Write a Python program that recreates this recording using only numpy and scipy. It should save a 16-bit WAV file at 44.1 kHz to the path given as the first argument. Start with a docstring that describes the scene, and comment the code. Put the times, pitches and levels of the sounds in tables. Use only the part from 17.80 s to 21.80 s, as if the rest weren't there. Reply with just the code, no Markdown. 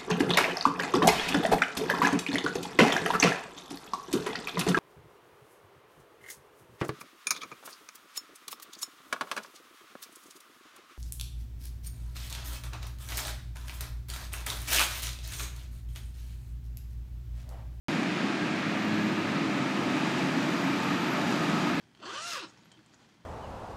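"""A diesel truck at a city junction

A truck pulls towards a wide junction, changes up a gear and pulls again. Each firing of its
cylinders puffs down the exhaust and rattles the engine, while its turbocharger whistles.
One car speeds away and another rolls closer. Tall buildings echo the truck's exhaust,
blurring it into the steady rumble of far engines and the roar of tyres."""
import sys
import numpy as np
from scipy import signal
from scipy.fft import rfft, irfft
from scipy.io import wavfile

SR = 44100
rng = np.random.default_rng(int(sys.argv[2]) if len(sys.argv) > 2 else 0)


def transcribe(signal):
    """Save signal, clipped to [-1, 1], as a 16-bit WAV file at the path in sys.argv[1]."""
    frames = np.atleast_2d(signal).T
    limited = np.clip(frames, -1, 1)
    pcm = np.round(limited * 32767).astype(np.int16)
    wavfile.write(sys.argv[1], SR, pcm)


N = 176400


def truck():
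    """Six slightly unequal cylinders fire in turn and set the beat for every part of the engine."""
    # Engine speed. Each row: time in seconds, firings per second.
    speed = [(0, 99.5), (.45, 99.8), (.8, 101.5), (1.0, 106.5), (1.22, 104.6), (1.5, 103), (1.75, 84),
             (2.2, 86.8), (2.55, 90.9), (3.05, 95.3), (3.5, 100), (3.8, 97.3), (4, 96)]
    # How hard the throttle drives the exhaust. Each row: time in seconds, gain in dB.
    throttle = [(0, -5.5), (.6, -1), (1.1, 1.5), (1.45, 0), (1.7, 2), (2.0, -1), (2.6, -0.5), (3.3, 1.5),
                (4, -3)]
    # How openly the engine bay is heard. Each row: time in seconds, gain in dB.
    openness = [(0, 6), (.6, -4.5), (1.1, -3.5), (1.6, -1), (1.9, 1.5), (2.35, 6), (2.8, 4.5), (3.05, 5.5),
                (3.3, 4.5), (3.5, 7.5), (3.85, 6.5), (4, 0.5)]
    cylinder_spread_db, firing_scatter_db = 2.5, 5.5
    hz = curve(speed) * (1 + 0.0035 * walk(9.1))
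    count = np.cumsum(hz) / SR
    firing, phase = count.astype(int), count % 1  # which firing, and how far through it
    cylinders = level(signal.detrend(rng.standard_normal(6), type="constant"), 0)
    scatter = rng.standard_normal(N)[firing]
    strength = undb(cylinder_spread_db * cylinders[firing % 6] + firing_scatter_db * scatter)
    puffs = np.diff(firing, prepend=0) * strength
    load, bay = undb(curve(throttle)), undb(curve(openness))
    pipe = exhaust(puffs, load) + pipe_boom(hz, load)
    return pipe + block_clatter(strength, phase, bay) + injectors(phase, bay) + gears(hz)


def exhaust(puffs, load):
    """The pipe turns the puffs into a deep throb that echoes in the street."""
    # The pipe's tone. Each row: frequency in Hz, gain in dB.
    pipe = [(30, -41), (70, -61), (105, -5), (150, -1), (210, 2.5), (290, 6), (350, -4), (450, -11.5),
            (700, -12), (1500, -60), (4000, -75)]
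    return level(street(colour(puffs, pipe) * load), db=-39.5)


def pipe_boom(hz, load):
    """The exhaust pipe booms when the engine's note passes through one of its resonances."""
    # Pipe resonances. Each row: frequency in Hz, width in Hz, gain in dB.
    resonances = [(108, 7, -21), (211.5, 4.1, 3), (292, 38, -4)]
    harmonics = sum(k * tone(k * hz) for k in range(1, 4))
    between = undb(-5) * 3.5 * tone(3.5 * hz)  # uneven cylinders add a tone between harmonics
    waver = undb(2.5 * walk(25))
    return level(ring(harmonics + between, resonances) * load * waver, db=-40.5)


def block_clatter(strength, phase, bay):
    """Each firing knocks the engine block and makes it ring, with a steady rattle in between."""
    # The block's resonances. Each row: frequency in Hz, width in Hz, gain in dB.
    resonances = [(700, 56, 1), (880, 61, 8), (1258, 57, 5.5), (1660, 155, 3.5), (2363, 103, -0.5),
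                  (2540, 110, -4), (3650, 170, -6), (4790, 170, -9), (5700, 250, -14), (6670, 230, -16)]
    # Damping of its lows and highs. Each row: frequency in Hz, gain in dB.
    damping = [(300, -10), (600, 3), (7000, -2), (11000, -7.5), (12600, -39), (13200, -65)]
    rattle, decay_firings = 2.1, 0.38
    knocks = (rattle + strength * np.exp(-phase / decay_firings)) * rng.standard_normal(N) * bay
    return level(colour(ring(knocks, resonances), damping), db=-42)


def injectors(phase, bay):
    """The fuel injectors hiss, rising and falling with each firing."""
    # Engine bay resonances. Each row: frequency in Hz, width in Hz, gain in dB.
    resonances = [(3100, 1100, -2), (3960, 380, -6), (4800, 300, 0), (5730, 450, -4), (6640, 330, 1),
                  (7630, 400, -0.5), (10000, 3000, -2)]
    # The tone of the hiss. Each row: frequency in Hz, gain in dB.
    hiss = [(1500, -14), (3000, 19), (5000, 16.5), (7000, 7), (9800, -3), (11500, -10), (12200, -22),
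            (12800, -50)]
    throb = 1 + 0.22 * np.cos(2 * np.pi * phase)
    spray = throb * rng.standard_normal(N)
    return level(colour(ring(spray * bay ** 2, resonances), hiss), db=-52.5)


def gears(hz):
    """The timing gears whine as their teeth meet, swelling and fading as the truck pulls."""
    # The whine's loudness. Each row: time in seconds, level in dB.
    whine = [(0, -60), (.45, -50), (.65, -46), (.82, -44.5), (1.0, -51), (1.19, -46), (1.35, -51),
             (1.5, -49), (1.7, -62), (2.9, -62), (3.15, -55), (3.4, -62), (4, -62)]
    teeth_per_firing = 16
    return narrow(teeth_per_firing * hz, width_hz=32) * undb(curve(whine))


def turbo():
    """A thin whistle, with rushing air just below it, climbs with boost and sags at the gear change."""
    # The whistle. Each row: time in seconds, pitch in Hz, level in dB.
    whistle = [(.08, 11540, -66), (.35, 12130, -75), (.7, 12520, -75), (1.03, 13050, -69),
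               (1.2, 13110, -67), (1.47, 13010, -71), (1.72, 12390, -72), (1.9, 12260, -69),
               (2.25, 12410, -68), (2.8, 12400, -64), (3.4, 12800, -62), (3.67, 12770, -64),
               (3.83, 12400, -65), (4, 11600, -62)]
    hz = curve(whistle)
    core = narrow(hz, width_hz=75)
    air = undb(1) * narrow(hz - 220, width_hz=480)
    return level(core + air, 0) * undb(curve(whistle, column=2))


def intake():
    """The truck's air intake howls unsteadily as it nears."""
    # The howl. Each row: time in seconds, pitch in Hz, level in dB.
    howl = [(0, 1250, -67), (1.1, 1230, -52), (1.7, 1265, -50), (2.3, 1280, -54), (2.6, 1262, -51),
            (2.85, 1250, -49), (3.05, 1242, -49), (3.3, 1273, -45), (3.58, 1242, -55), (3.77, 1290, -45),
            (3.9, 1255, -54), (4, 1310, -46)]
    hz = curve(howl) * (1 + 0.0079 * walk(40))
    flutter = undb(walk(20))
    return level(tone(hz) * flutter, 0) * undb(curve(howl, column=2))


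def squeals():
    """Short, unsteady squeals swell and fade, perhaps from a slipping belt."""
    # Each row is one squeal: time of its peak in seconds, pitch in Hz, peak level in dB.
    peaks = [(1.39, 1227, -44), (1.62, 1262, -49), (1.73, 1262, -42), (1.84, 1320, -43),
             (1.93, 1247, -45.5), (2.09, 1280, -48), (2.89, 1265, -43), (3.2, 1260, -43),
             (3.32, 1287, -41.5), (3.44, 1255, -46), (3.63, 1245, -40), (3.76, 1305, -39),
             (3.86, 1260, -45)]
    length_s = 0.079
    t = np.arange(N) / SR
    waver = 1 + 0.0081 * walk(45)
    return sum(level(tone(hz * waver), db) * np.exp(-(2 * (t - at) / length_s) ** 2)
               for at, hz, db in peaks)


def departing_car():
    """A car's exhaust note rises as it speeds away."""
    # The exhaust note. Each row: time in seconds, pitch in Hz, level in dB.
    path = [(0, 122.3, -65), (1.5, 131.3, -56), (1.8, 137, -38.5), (2.3, 143.2, -42.5), (2.8, 148.5, -44.5),
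            (3.4, 155.9, -43), (3.75, 160.1, -35), (4, 161, -49)]
    hz = curve(path) * (1 + 0.0058 * walk(13))
    note = tone(hz) + undb(-5.5) * tone(2 * hz)
    waver = undb(1.75 * walk(8.2))
    return level(note * waver, 0) * undb(curve(path, column=2))


def drone():
    """Another engine booms low for half a second."""
    pitch_hz, start_s, end_s, fade_s = 107.1, 1.05, 1.58, .1
    t = np.arange(N) / SR
    swell = np.clip(np.minimum(t - start_s, end_s - t) / fade_s, 0, 1)
    return level(tone(pitch_hz * (1 + .004 * walk(7))), db=-48.5) * swell


def traffic():
    """Far engines merge into a rumble, and tyres roar on the asphalt."""
    # The tone of the engines, then of the tyres. Each row: frequency in Hz, gain in dB.
    engines = [(20, -53), (45, -44), (62, -37), (85, -20), (120, -9.5), (165, 0), (240, 1.5), (320, 0.5),
               (400, -9), (520, -24), (1000, -21.5), (3000, -65)]
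    tyres = [(100, -44), (350, -.5), (500, 0), (690, 3.5), (800, -.5), (1050, -2), (1300, 1), (1500, 0),
             (1750, 1), (2100, 0), (2450, 0.5), (2950, -5), (4000, -8.5), (4450, -11), (5500, -15.5),
             (7000, -20), (9000, -28.5), (11500, -39.5), (12800, -70), (13300, -85)]
    # The rumble's loudness. Each row: time in seconds, level in dB.
    loudness = [(0, -31.5), (1, -32.3), (1.7, -31), (2.7, -31.5), (4, -30.5)]
    rumble = wash(engines, flicker_db=-0.7) * undb(curve(loudness))
    return rumble + wash(tyres, flicker_db=0.45) * undb(-35)


def nearing_car():
    """A car's tyres grow louder as it rolls closer."""
    # The tone of its tyres. Each row: frequency in Hz, gain in dB.
    tyres = [(150, -45), (450, 3.5), (800, 2.5), (1200, 7), (1700, -3.5), (3000, -19), (8000, -50)]
    closest_db, closest_s, closest_m, speed_m_s = -38, 3.76, 12, 7.3
    t = np.arange(N) / SR
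    distance_m = np.hypot(closest_m, speed_m_s * (t - closest_s))
    return wash(tyres, flicker_db=0.9) * undb(closest_db) * closest_m / distance_m


def hum():
    """A faint whine hangs in the street."""
    hz = 573.4 * (1 + .003 * walk(9.5))
    return level(tone(hz) * undb(2.5 * walk(2.8)), db=-57)


def street(x):
    """Add the scattered echoes from the building fronts."""
    echo_s, echo_db = 1, -2.5  # echoes fade by 60 dB in echo_s
    t = np.arange(N) / SR
    tail = rng.standard_normal(N) * np.exp(-np.log(1000) * t / echo_s) * np.minimum(t / 0.018, 1)
    return x + undb(echo_db) * signal.fftconvolve(x, tail / np.sqrt(np.sum(tail ** 2)))[:N]


def undb(db):
    """Turn decibels into a multiplier."""
    return 10 ** (np.asarray(db) / 20)


def level(x, db):
    """Scale to an average (rms) level."""
    return x * undb(db) / np.sqrt(np.mean(x ** 2))


def curve(rows, column=1):
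    """One column of a timed table, filled in for every sample."""
    rows = np.array(rows, float)
    return np.interp(np.arange(N) / SR, rows[:, 0], rows[:, column])


def colour(x, points):
    """Shape the tone with (Hz, dB) points."""
    hz, db = np.array(points, float).T
    f = np.maximum(np.fft.rfftfreq(N, 1 / SR), 1)
    return irfft(rfft(x) * undb(np.interp(np.log(f), np.log(hz), db)), N)


def ring(x, resonances):
    """Pass through resonances, the pitches at which an object likes to ring."""
    f = np.maximum(np.fft.rfftfreq(N, 1 / SR), 1)
    response = sum(undb(db) / (1 + 1j * (f * f - hz * hz) / (f * width)) for hz, width, db in resonances)
    return irfft(rfft(x) * response, N)


def walk(rate):
    """A smooth random wobble of size 1, moving about `rate` times a second."""
    f = np.fft.rfftfreq(N, 1 / SR)
    return level(irfft(rfft(rng.standard_normal(N)) * np.exp(-(f / rate) ** 2) * (f > 0), N), 0)


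def tone(hz):
    """A pure tone that follows a pitch curve."""
    return np.sin(2 * np.pi * np.cumsum(hz) / SR)


def narrow(hz, width_hz):
    """A narrow band of noise around a pitch curve."""
    phase = 2 * np.pi * np.cumsum(hz) / SR
    return level(walk(width_hz) * np.cos(phase) + walk(width_hz) * np.sin(phase), 0)


def wash(points, flicker_db):
    """Shaped noise whose octaves each flicker a little."""
    noise = rfft(colour(rng.standard_normal(N), points))
    octave = np.log2(np.clip(np.fft.rfftfreq(N, 1 / SR), 32, 16384))
    bands = (irfft(noise * np.maximum(1 - abs(octave - k), 0), N) for k in range(5, 15))
    return level(sum(band * undb(flicker_db * walk(4.2)) for band in bands), 0)


def scene():
    """Everything as heard from the kerb."""
    main = truck() + turbo() + intake() + squeals()
    background = departing_car() + drone() + traffic() + nearing_car() + hum()
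    return (main + background)[None]


def record(dry):
    """The sound cuts in after a moment of silence; the highest treble is cut off."""
    start_s, top_hz = .0835, 13500
    live = np.arange(N) / SR >= start_s
    return signal.sosfilt(signal.ellip(10, .2, 70, top_hz, fs=SR, output="sos"), dry * live)


dry = scene()
out = record(dry)
transcribe(out)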